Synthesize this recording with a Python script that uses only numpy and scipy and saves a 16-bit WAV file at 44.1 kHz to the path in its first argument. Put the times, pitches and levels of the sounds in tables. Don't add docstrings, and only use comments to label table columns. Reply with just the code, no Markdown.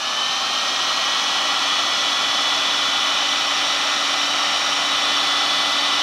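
import sys
import numpy as np
from scipy import signal
from scipy.fft import rfft, irfft
from scipy.io import wavfile

SR = 44100
rng = np.random.default_rng(int(sys.argv[2]) if len(sys.argv) > 2 else 0)


def master(y):
    cut = np.clip(np.atleast_2d(y).T, -1, 1)
    pcm = np.round(cut * 32767)
    wavfile.write(sys.argv[1], SR, pcm.astype(np.int16))


def volts(x):
    e = np.asarray(x, float) / 20
    return 10 ** e


N = 265790

# f/Hz, level/dB
TURBULENCE = [(20, -63), (60, -33), (160, -23.5), (300, -17), (470, -20.5), (620, -9.5), (1500, -13),
              (2100, -15), (4000, -6.5), (4800, -12), (6300, -17.5), (7700, -28), (12800, -42.5),
              (16000, -47)]
# f/Hz, width/Hz, peak level/dB, trend/(dB/s), change at full tilt/dB
BARREL_MODES = [(789, 67, -6, 0.2, -1.3), (1111, 147, -5, -0.3, -1.3), (1317, 135, -4.5, 0.34, -0.2),
                (1838, 78, -9.5, 0.5, .1), (2418, 235, -9.5, -0.4, 0.3), (3036, 152, -0.86, -0.34, -0.8),
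                (3572, 203, -3.5, 0.4, -2.5), (3843, 81, -3.5, 1.2, 2.3), (4243, 270, -7, -0.7, -9),
                (5085, 160, -14, -1, -2), (5440, 180, -8.5, 0, -1), (5614, 146, -14.5, 0.9, 6.5),
                (5945, 270, -11.5, -1.4, -0.5), (7210, 82, -20.5, -1, 1), (8470, 950, -28, 0.5, -2),
                (10800, 600, -41, 1, -4), (11700, 300, -35, 0, -2), (12200, 200, -44, 0, -2),
                (9230, 330, -37, 2, -2)]
ZONE_EDGES = (1600, 3300, 5000)
# level at full speed/dB, power of speed/1, change at full tilt/dB
ZONES = [
    (-26, 2.75, -0.55),
    (-26, 3.1, 0.5),
    (-27.8, 2.3, 0),
    (-31.5, 2, 0.6),
]
# t/s, tilt/1
TILT = [
    (0, 0),
    (2.8, 0),
    (3.6, 1),
    (4.7, 1),
    (5.2, 0),
    (6.03, 0),
]
# shaft multiple/1, level at mid time/dB, trend/(dB/s), change at full tilt/dB,
# share of the run-up loss/1
STEADY_TONES = [
    (1, -44.6, 1.1, 0.3, 1.2),
    (7, -34.6, 0.45, -1.2, 0.6),
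]
# t/s, blade tone (12th) level/dB, 15th multiple level/dB
INLET = [(0.6, -33.5, -38), (1.1, -30, -36), (1.55, -31, -40), (1.7, -27, -44), (2.95, -27.5, -44),
         (3.2, -30, -43), (4.1, -33.5, -51), (4.3, -38.5, -52), (4.7, -36, -49), (5.0, -31, -46),
         (5.15, -27.5, -44), (5.5, -27, -37.5), (5.65, -30, -40), (6.03, -29, -39)]
# shaft multiple/1, level at mid time/dB, trend/(dB/s), change at full tilt/dB
WEAK_TONES = [(2, -52.5, 1.3, 3.5), (3, -63.2, -5.4, 12.2), (4, -47.0, 1.2, -5.5), (5, -38.6, 0.3, -0.7),
              (6, -44.5, -0.5, 0.6), (8, -44, 1.0, -3.2), (9, -62.9, 5.0, -17.1), (10, -48.7, 2.4, -1.7),
              (11, -45.4, -0.7, -2.0), (13, -42.5, -0.3, 4.5), (14, -51.8, 0.0, -7.2), (16, -45, 1.9, -3.7),
              (17, -64.0, 6.5, 3.7), (18, -55.5, 1.7, -0.3), (19, -54.4, 4.5, 2.0), (20, -55.1, 0.7, 7.7),
              (21, -48.3, 0.5, 1.7), (22, -52.7, -1.3, -12.5), (23, -54.1, -2.0, -12.7), (24, -53.5, -2, 5),
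              (30, -60.3, 0.6, 0), (47, -73.5, 2.1, -9), (48, -75.5, -0.5, -3), (42, -73, -1.5, 0)]
# t/s, lowest f/Hz, highest f/Hz, level/dB
OPPOSITE_PUFFS = [(.434, 4200, 5200, -38.5), (.434, 9700, 11050, -63), (.689, 4620, 6240, -35),
                  (.968, 4200, 5250, -40), (.968, 13200, 14500, -66), (1.061, 4620, 5720, -40),
                  (1.943, 4200, 5720, -36), (1.943, 11050, 12400, -62), (2.919, 8270, 9700, -53),
                  (2.919, 14500, 15900, -70), (4.242, 4650, 5800, -37), (4.242, 14500, 15900, -69.5),
                  (5.728, 4620, 5720, -39), (5.728, 6900, 8270, -50), (5.751, 11750, 13200, -64),
                  (5.751, 14500, 15900, -70), (5.96, 6250, 7600, -50)]

FULL_SPEED_HZ = 286.888


def air_rush(sway_db):
    hz = np.fft.rfftfreq(N, 1 / SR) + 1
    table_hz, table_db = np.transpose(TURBULENCE)
    spectrum = volts(np.interp(np.log(hz), np.log(table_hz), table_db))
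    air = irfft(rfft(rng.standard_normal(N)) * spectrum, N)

    inlet = rng.standard_normal(N)
    for k, (mode_hz, width_hz, *aim) in enumerate(BARREL_MODES):
        section_hz = 1.42 * width_hz
        ringing = resonance(inlet, mode_hz, section_hz)
        ringing = resonance(ringing, mode_hz, section_hz)
        sign = (-1) ** k
        air += sign * ringing * volts(aimed(*aim) + sway_db * drift(0.52))

    whole = rfft(air)
    below = [0] + [1 / (1 + (hz / edge) ** 16) for edge in ZONE_EDGES] + [1]
    speed_db = 20 * np.log10(shaft_hz() / FULL_SPEED_HZ)
    rush = np.zeros(N)
    for foot, top, (db, power, tilt_db) in zip(below, below[1:], ZONES):
        zone = rms_one(irfft(whole * (top - foot), N))
        rush += volts(aimed(db, 0, tilt_db) + power * speed_db) * zone
    return rush


def rotor(wander_db, flutter_db):
    speed = shaft_hz()
    angle = 2 * np.pi * np.cumsum(speed) / SR
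    angle += .012 * drift(6)
    slack_db = 60 * np.log10(speed / speed[-1])

    blades_db, fifteenth_db = in_time(INLET)
    off = (12 * speed - 3050) / 95
    blades_db = blades_db + 6.3 * np.exp(-off ** 2)
    blades_db = blades_db - 7 * np.clip(-off / 2.5, 0, 1) ** 2

    # multiple, level in dB, relative flutter
    strong = [(k, aimed(*aim) + share * slack_db, 1) for k, *aim, share in STEADY_TONES]
    strong += [(12, blades_db, 1.5), (15, fifteenth_db, 5)]
    tones = np.zeros(N)
    for k, db, shaky in strong:
        tones += volts(db + shaky * flutter_db * drift(12)) * np.sin(k * angle + k)

    for k, *aim in WEAK_TONES + commutator_comb():
        high = k / 50
        wander = wander_db * (.6 + .3 * high) * drift(1.2)
        level = volts(aimed(*aim) + slack_db + .8 * high + wander)
        tones += level * np.sin(k * angle + 2 * np.pi * rng.random())
    return np.sqrt(2) * tones


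def commutator_comb():
    first, last = 25, 55
    scatter_db, tilt_db = 2.2, -3
    listed = [k for k, *aim in WEAK_TONES]
    comb = []
    for k in range(first, last + 1):
        if k not in listed:
            db = -64.5 - .56 * (k - first) + scatter_db * rng.standard_normal()
            comb.append((k, db, 0, tilt_db))
    return comb


def opposite_noise():
    frame, grid = 2048, 704
    half = frame // 2
    out = np.zeros(N + frame)
    window = signal.windows.kaiser_bessel_derived(frame, 4 * np.pi)
    for s, low_hz, high_hz, db in OPPOSITE_PUFFS:
        lines = np.arange(int(low_hz / SR * frame), int(high_hz / SR * frame)) + .5
        shapes = np.cos(np.pi / half * np.outer(np.arange(frame) + .5 + half / 2, lines))
        puff = shapes @ rng.standard_normal(len(lines))
        start = grid + half * (round((s * SR - grid) / half) - 1)
        out[start:start + frame] += volts(db + 1.5) * rms_one(puff) * window
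    return out[:N]


def shaft_hz():
    t = np.arange(N) / SR
    quick_hz = 28.779 * np.exp(-t / .435)
    slow_hz = 17.19 * np.exp(-t / 1.65)
    sag_hz = .699 * np.maximum(t - 4.349, 0)
    return FULL_SPEED_HZ - (quick_hz + slow_hz) - sag_hz


def aimed(db, trend, tilt_db):
    from_middle_s = np.clip((np.arange(N) - N / 2) / SR, -2.5, 2.5)
    return db + trend * from_middle_s + tilt_db * in_time(TILT)[0]


def resonance(x, hz, width_hz):
    r = np.exp(-np.pi * width_hz / SR)
    zeros = np.array([1, 0, -1]) * (1 - r * r) / 2
    poles = [1, -2 * r * np.cos(2 * np.pi * hz / SR), r * r]
    return signal.lfilter(zeros, poles, x)


def drift(rate_hz):
    r = np.exp(-200 * np.pi * rate_hz / SR)
    coarse = rng.standard_normal(N // 100 + 2002)
    slow = signal.lfilter([1], [1, -2 * r, r * r], coarse)[2000:]
    return np.interp(np.arange(N) / 100, np.arange(len(slow)), rms_one(slow))


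def in_time(rows):
    s, *columns = np.transpose(rows)
    return [np.interp(np.arange(N) / SR, s, c) for c in columns]


def rms_one(x):
    return x / np.sqrt(np.mean(x ** 2) + 1e-20)


def scene():
    gun = rotor(wander_db=3.5, flutter_db=0.46) + air_rush(sway_db=.5)
    in_band = np.fft.rfftfreq(N, 1 / SR) < 15730
    gun = irfft(rfft(gun) * in_band, N)
    return gun + opposite_noise() * [[1], [-1]]


def roll_off(x):
    return signal.sosfilt(signal.butter(12, 15990, fs=SR, output="sos"), x)


def record(dry):
    return roll_off(dry)


dry = scene()
out = record(dry)
master(out)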